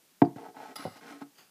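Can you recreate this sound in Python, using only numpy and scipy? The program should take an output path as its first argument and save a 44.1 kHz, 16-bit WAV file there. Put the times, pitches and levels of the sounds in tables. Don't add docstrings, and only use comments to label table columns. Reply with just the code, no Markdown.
import sys
import numpy as np
from scipy import signal
from scipy.fft import rfft, irfft
from scipy.io import wavfile
from scipy.ndimage import uniform_filter1d

SR = 44100
rng = np.random.default_rng(int(sys.argv[2]) if len(sys.argv) > 2 else 0)


def gain_from_db(level_db):
    decades = np.asarray(level_db, float) / 20
    return 10 ** decades


def unload_wav(signal):
    wavfile.write(
        sys.argv[1],
        SR,
        np.round(np.clip(np.atleast_2d(signal).T, -1, 1) * 32767).astype(np.int16),
    )


N = 66150
clock = np.arange(N) / SR

# frequency in Hz, spectral level in dB.
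HISS_SPECTRUM = [(30, -19), (80, -22), (170, -1.5), (300, -2.5), (600, -8), (1500, -10.5), (5000, -10.5),
                 (15300, -13)]
# frequency in Hz, level when knocked in dB, t60 in seconds,
# level when rubbed in dB.
BOX_MODES = [(142.1, -14, 0.21, -21.5), (176, -16, 0.18, -31), (231, -24, 0.18, -31.5), (292, -4, .07, -3),
             (338.1, -14, 0.23, -14.5), (409, -13, .12, -9.5), (461.2, -19.5, .14, -5.5),
             (282.7, -8.5, .2, -10), (707.2, -7.5, .14, -2), (748.4, -14, .13, -3.5), (803, -18, 0.14, 1),
             (862, -8.5, 0.061, 7.5), (896, -21.5, .09, -13), (1073, -18, 0.088, -6)]
PANEL_MODES = [(1296, -20.5, 0.067, -4.5), (1480, -27.5, 0.023, 1), (1604, -13.5, 0.024, -2.5),
               (1910, -15.5, 0.021, -0.5), (2122, -28, 0.025, -7), (2330, -32.5, 0.026, -8.5),
               (2640, -27, .012, -13), (3060, -25.5, 0.008, -5), (3480, -30.5, .01, -14.5),
               (4094, -46.5, 0.0086, -6.5), (5120, -47.5, 0.0094, -7.5)]
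# start in seconds, force in dB, half contact time in ms, crack in dB.
KNOCKS = [
    (0.2178, -25.5, 0.18, -16.5),
    (0.2195, -5, 0.53, -35.5),
    (0.2229, -29, 0.25, -15.5),
    (.25, -31.5, 0.17, -30.5),
    (0.36, -36.5, 0.86, -37),
    (0.961, -49, 0.61, -17.5),
    (1.02, -54, 0.43, -17),
    (1.121, -55, 0.51, -17),
    (1.2135, -44, 0.31, -34),
]
# frequency in Hz, level in dB, t60 in seconds.
LID_MODES = [(135, -17.5, 0.093), (175, 2, 0.02), (250, -12.5, .07), (377, -25.5, 0.1), (550, -11.5, 0.028),
             (567, -3, 0.027), (754, 0.5, 0.032), (1050, -4.5, 0.012), (1340, -15.5, 0.069),
             (2030, -26.5, .014)]
# start in seconds, force in dB, half contact time in ms.
LID_THUDS = [
    (0.3613, -39, 0.84),
    (0.8528, -26, 0.42),
    (.8559, -26, 0.5),
    (0.858, -27, 0.83),
    (.866, -34, 0.52),
    (0.877, -33.5, 0.51),
    (0.88, -44.5, 1.4),
    (0.904, -45, 2.2),
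    (.922, -53, 2.4),
]
# time in seconds, pressure in dB, roughness in dB, weight in dB.
STROKES = [
    [(.359, -52, 4.5, 2), (.39, -51.5, -1.5, 9.5), (.44, -51, -0.5, 7), (.47, -49.5, -2.5, -1),
     (.495, -56, -1, 16.5), (.53, -90, 2, 9)],
    [(.535, -59.5, -8, 2), (.565, -51.5, -0.5, 2.5), (.62, -48.5, 3.5, -8), (.67, -51, 4, 2),
     (.721, -57, 8.5, 12), (.745, -80, 18, -18)],
    [(.756, -58, -5, 6), (.79, -60.5, 17.5, -22), (.84, -57, 15, 1), (.87, -64.5, 15, -5),
     (.91, -67, 11.5, -4), (.955, -69.5, 18, 6)],
    [(.957, -52, -2, 0), (.973, -56, 12.5, 2), (1.0, -72, 2, 16), (1.014, -71, 26, 3)],
    [(1.017, -58.5, 11, 11), (1.053, -50, 3, 3), (1.08, -59, 15, 14), (1.121, -49.5, 7, -5),
     (1.17, -63.5, 11.5, 13), (1.2, -71.5, 17, -4), (1.222, -55, 11.5, 10), (1.245, -73, 9, 7)],
]
# start in seconds, force in dB, half contact time in ms.
PUSHES = [
    (.792, -36, 1),
    (0.831, -58, 1),
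    (1.104, -41, 0.89),
    (1.117, -41, 1),
    (1.135, -44.5, 1.0),
    (1.153, -49, 1.0),
    (1.2164, -33, 0.44),
    (1.2213, -36.5, 0.15),
]
# frequency in Hz, level in dB, t60 in seconds.
WALL_MODES = [(145, -20, 0.29), (284, -1.5, 0.17), (472, -20.5, 0.07), (580, -25, 0.067), (298, -20, 0.17),
              (222, -26, 0.13), (440, -30, 0.16), (734, -23, 0.048), (834, -0.5, 0.019),
              (1053, -11.5, 0.03)]
# start in seconds, force in dB, lean to upper modes in dB.
SLIPS = [(.384, -40.5, 3.5), (.402, -43.5, 0), (.430, -45.5, -15), (.452, -45.5, 4), (.463, -41, 10.5),
         (.485, -45.5, -16), (.550, -51, 9), (.568, -46, 14), (.588, -51, -9), (.602, -43, 13.5),
         (.618, -42, 2), (.630, -39, -3), (.641, -46.5, -5), (.650, -42.5, 3), (.657, -46, 0),
         (.672, -51.5, -20), (.695, -46.5, 3), (.703, -46.5, -9), (.72, -50, -13), (.393, -44.5, 4),
         (.44, -49, -2), (.61, -54, -7), (.759, -49, 18.5), (.79, -52, 16)]
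# frequency in Hz, level in dB, t60 in seconds.
SLIP_LOW_MODES = [(292, -13.5, 0.074), (459, -10, 0.061), (727, -4, 0.083)]
# frequency in Hz, level in dB, t60 in seconds.
SLIP_HIGH_MODES = [(861, -1.5, 0.068), (1084, -19.5, 0.063), (1295, -14, 0.045), (1940, -15.5, 0.029)]
# frequency in Hz, width in Hz, level in dB.
LATCH_TONES = [(834, 29, -12.5), (1277, 125, 2), (2073, 140, -3.5), (2937, 78, -6.5), (3750, 260, -17),
               (4060, 470, -4.5), (4420, 170, -9), (4890, 320, -3), (5370, 260, -13), (7860, 300, -12.5),
               (11100, 520, -10), (12400, 610, -11), (14260, 570, -14)]
# time in seconds, level in dB, fizz in dB.
LATCH_DRAG = [(.7555, -72, -8), (.757, -42, -7), (.762, -41, -3.5), (.771, -50, -2), (.779, -48.5, -11.5),
              (.83, -50.5, -21.5), (.885, -55.5, -16), (.91, -58.5, -30), (1.0, -60, -9)]
# time in seconds, level in dB.
SNAP = [(.7565, -58), (.7595, -39.5), (.765, -43.5), (.772, -54), (.777, -76)]
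# frequency in Hz, width in Hz, level in dB.
SNAP_TONES = [(3420, 200, -7), (4880, 90, -1.5), (5273, 180, -1), (7100, 500, -11), (9960, 230, -5)]
# time in seconds, level in dB.
SPRING = [(.778, -63), (.79, -61), (.83, -59), (.86, -62.5), (.89, -71), (.94, -75)]
# time in seconds, level in dB.
WHINE = [(.87, -76), (.885, -72), (.91, -72), (.96, -79), (.98, -85)]
# time in seconds, level in dB.
SQUEAK = [(.244, -73), (.252, -60.5), (.266, -70)]
# time in seconds, level in dB.
BRUSH = [(1.355, -66), (1.375, -64.5), (1.386, -54), (1.42, -59.5), (1.45, -64.5), (1.5, -77)]
# frequency in Hz, width in Hz, level in dB.
BRUSH_TONES = [(909, 240, -5.5), (1500, 430, -0.5), (1904, 530, 0), (3080, 1700, 9), (4730, 650, 7.5),
               (6360, 990, 4.5), (10200, 2500, -10), (13500, 1800, -5)]

HISS_DB = -64.5
ROOM_DB, ROOM_T60_S = -24.5, 0.26
GRIT_PER_S, GRIT_SPREAD_DB = 4000, 2.5
SLIP_MS, CRACK_S = 0.23, 0.0079
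SETTLE_S, SETTLE_DB, RELEASE_S = 0.2335, -3, 0.355
BAFFLE_HZ = 146
LOW_CUT_HZ, RUB_CUT_HZ, EDGE_HZ = 118, 220, 15300


def evened(x):
    return x / np.sqrt(np.mean(x ** 2) + 1e-20)


def through(x, answer):
    return signal.fftconvolve(x, answer)[:N]


def high_pass(x, order, hz):
    return signal.sosfilt(signal.butter(order, hz, "high", fs=SR, output="sos"), x)


def ring(modes):
    t = clock[clock < 0.33]
    return sum(gain_from_db(db - 60 * t / max(t60, 0.002)) * np.sin(2 * np.pi * hz * t)
               for hz, db, t60, *_ in modes)


def bands(tones):
    return ring([(hz, db + 10 * np.log10(width), 3.6 / width) for hz, width, db in tones])


def blow(s, db, contact_ms):
    u = (clock - s) / (max(contact_ms, 0.04) / 1000)
    bump = np.where((u > 0) & (u < 2), np.sin(np.pi * u / 2) ** 2, 0)
    return gain_from_db(db) * bump / bump.sum()


def grit(per_s, spread_db):
    happens = rng.random(N) < per_s / SR
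    size = gain_from_db(spread_db * np.minimum(rng.exponential(1, N), 4))
    return evened(happens * rng.standard_normal(N) * size)


def follow(rows, order):
    rows = np.array(rows)
    gain = gain_from_db(np.interp(clock, rows[:, 0], rows[:, order]))
    return gain * (clock >= rows[0, 0]) * (clock < rows[-1, 0])


def scrape(curve, tones, fizz):
    answer = bands(tones)
    drive = grit(20000, 0.76) * follow(curve, order=1)
    return through(drive, answer / np.linalg.norm(answer)) + fizz * np.diff(drive, prepend=0)


def hiss():
    hz = np.fft.rfftfreq(N, 1 / SR)
    f, db = np.transpose(HISS_SPECTRUM)
    shape = gain_from_db(np.interp(np.log(hz + 1), np.log(f + 1), db))
    return gain_from_db(HISS_DB) * evened(irfft(rfft(rng.standard_normal(N)) * shape, N))


def stall(x):
    t = clock[clock < 0.3]
    noise = signal.lfilter([1], [1, -0.8], rng.standard_normal(len(t)))
    tail = noise * gain_from_db(-60 * t / ROOM_T60_S) * (t > 0.006)
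    return gain_from_db(ROOM_DB) * through(x, tail / np.linalg.norm(tail))


def brush():
    return scrape(BRUSH, BRUSH_TONES, gain_from_db(-6.0))


def squeak():
    return scrape(SQUEAK, [(4700, 500, 0)], 0)


def latch():
    spring = scrape(SPRING, [(10500, 180, 0)], 0)
    whine = scrape(WHINE, [(7950, 120, 0)], 0)
    drag = scrape(LATCH_DRAG, LATCH_TONES, follow(LATCH_DRAG, order=2))
    return drag + scrape(SNAP, SNAP_TONES, 0) + spring + whine


def lid():
    return through(sum(blow(*row) for row in LID_THUDS), ring(LID_MODES))


def pushes():
    return -through(sum(blow(*row) for row in PUSHES), ring(WALL_MODES))


def slips():
    lower = sum(blow(s, db - lean_db / 2, SLIP_MS) for s, db, lean_db in SLIPS)
    upper = sum(blow(s, db + lean_db / 2, SLIP_MS) for s, db, lean_db in SLIPS)
    return through(lower, ring(SLIP_LOW_MODES)) + through(upper, ring(SLIP_HIGH_MODES))


def rubbing():
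    modes = [(hz, db, t60) for hz, _, t60, db in BOX_MODES + PANEL_MODES]
    ranges_hz = (0, 520), (520, 1000), (1000, 9000)
    low, mid, high = [ring([m for m in modes if lo < m[0] < hi]) for lo, hi in ranges_hz]
    drive = grit(GRIT_PER_S, GRIT_SPREAD_DB)
    press = sum(follow(r, order=1) for r in STROKES)
    rough = sum(follow(r, order=1) * follow(r, order=2) for r in STROKES)
    weight = sum(follow(r, order=1) * follow(r, order=3) for r in STROKES)
    fine_grit = uniform_filter1d(grit(9000, 1.0), size=2)
    rasp = gain_from_db(-10.0) * rough * signal.lfilter([0.5], [1, -0.7], fine_grit)
    body = through(drive * weight, low) + through(drive * press, mid) + through(drive * rough, high)
    return rasp + body / np.linalg.norm(mid)


def knocks():
    force = -sum(blow(s, db, ms) for s, db, ms, _ in KNOCKS)
    sharp = sum(blow(s, db + crack_db, 0.11) for s, db, _, crack_db in KNOCKS)
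    panel = ring(PANEL_MODES)
    noise = signal.lfilter([0.45], [1, -0.6], rng.standard_normal(len(panel)))
    crack = noise * np.exp(-clock[:len(panel)] / CRACK_S)
    landed = np.clip((clock - SETTLE_S) / 0.003, 0, 1)
    damping = gain_from_db(SETTLE_DB * landed * (clock < RELEASE_S))
    return damping * through(force, ring(BOX_MODES)) + through(sharp, crack + gain_from_db(26.5) * panel)


def scene():
    rub = high_pass(rubbing() + slips() + pushes(), 2, RUB_CUT_HZ)
    box = high_pass(knocks(), 2, BAFFLE_HZ)
    near = box + squeak() + lid() + rub + latch() + brush()
    return (high_pass(near + stall(near), 5, LOW_CUT_HZ) + hiss())[None]


def band_limit(x):
    return signal.sosfilt(signal.butter(12, 15410, fs=SR, output="sos"), x)


def record(dry):
    edge = signal.firwin(511, EDGE_HZ, window=("kaiser", 9), fs=SR)
    mix = signal.oaconvolve(dry, edge[None], "same")
    return band_limit(mix)


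dry = scene()
out = record(dry)
unload_wav(out)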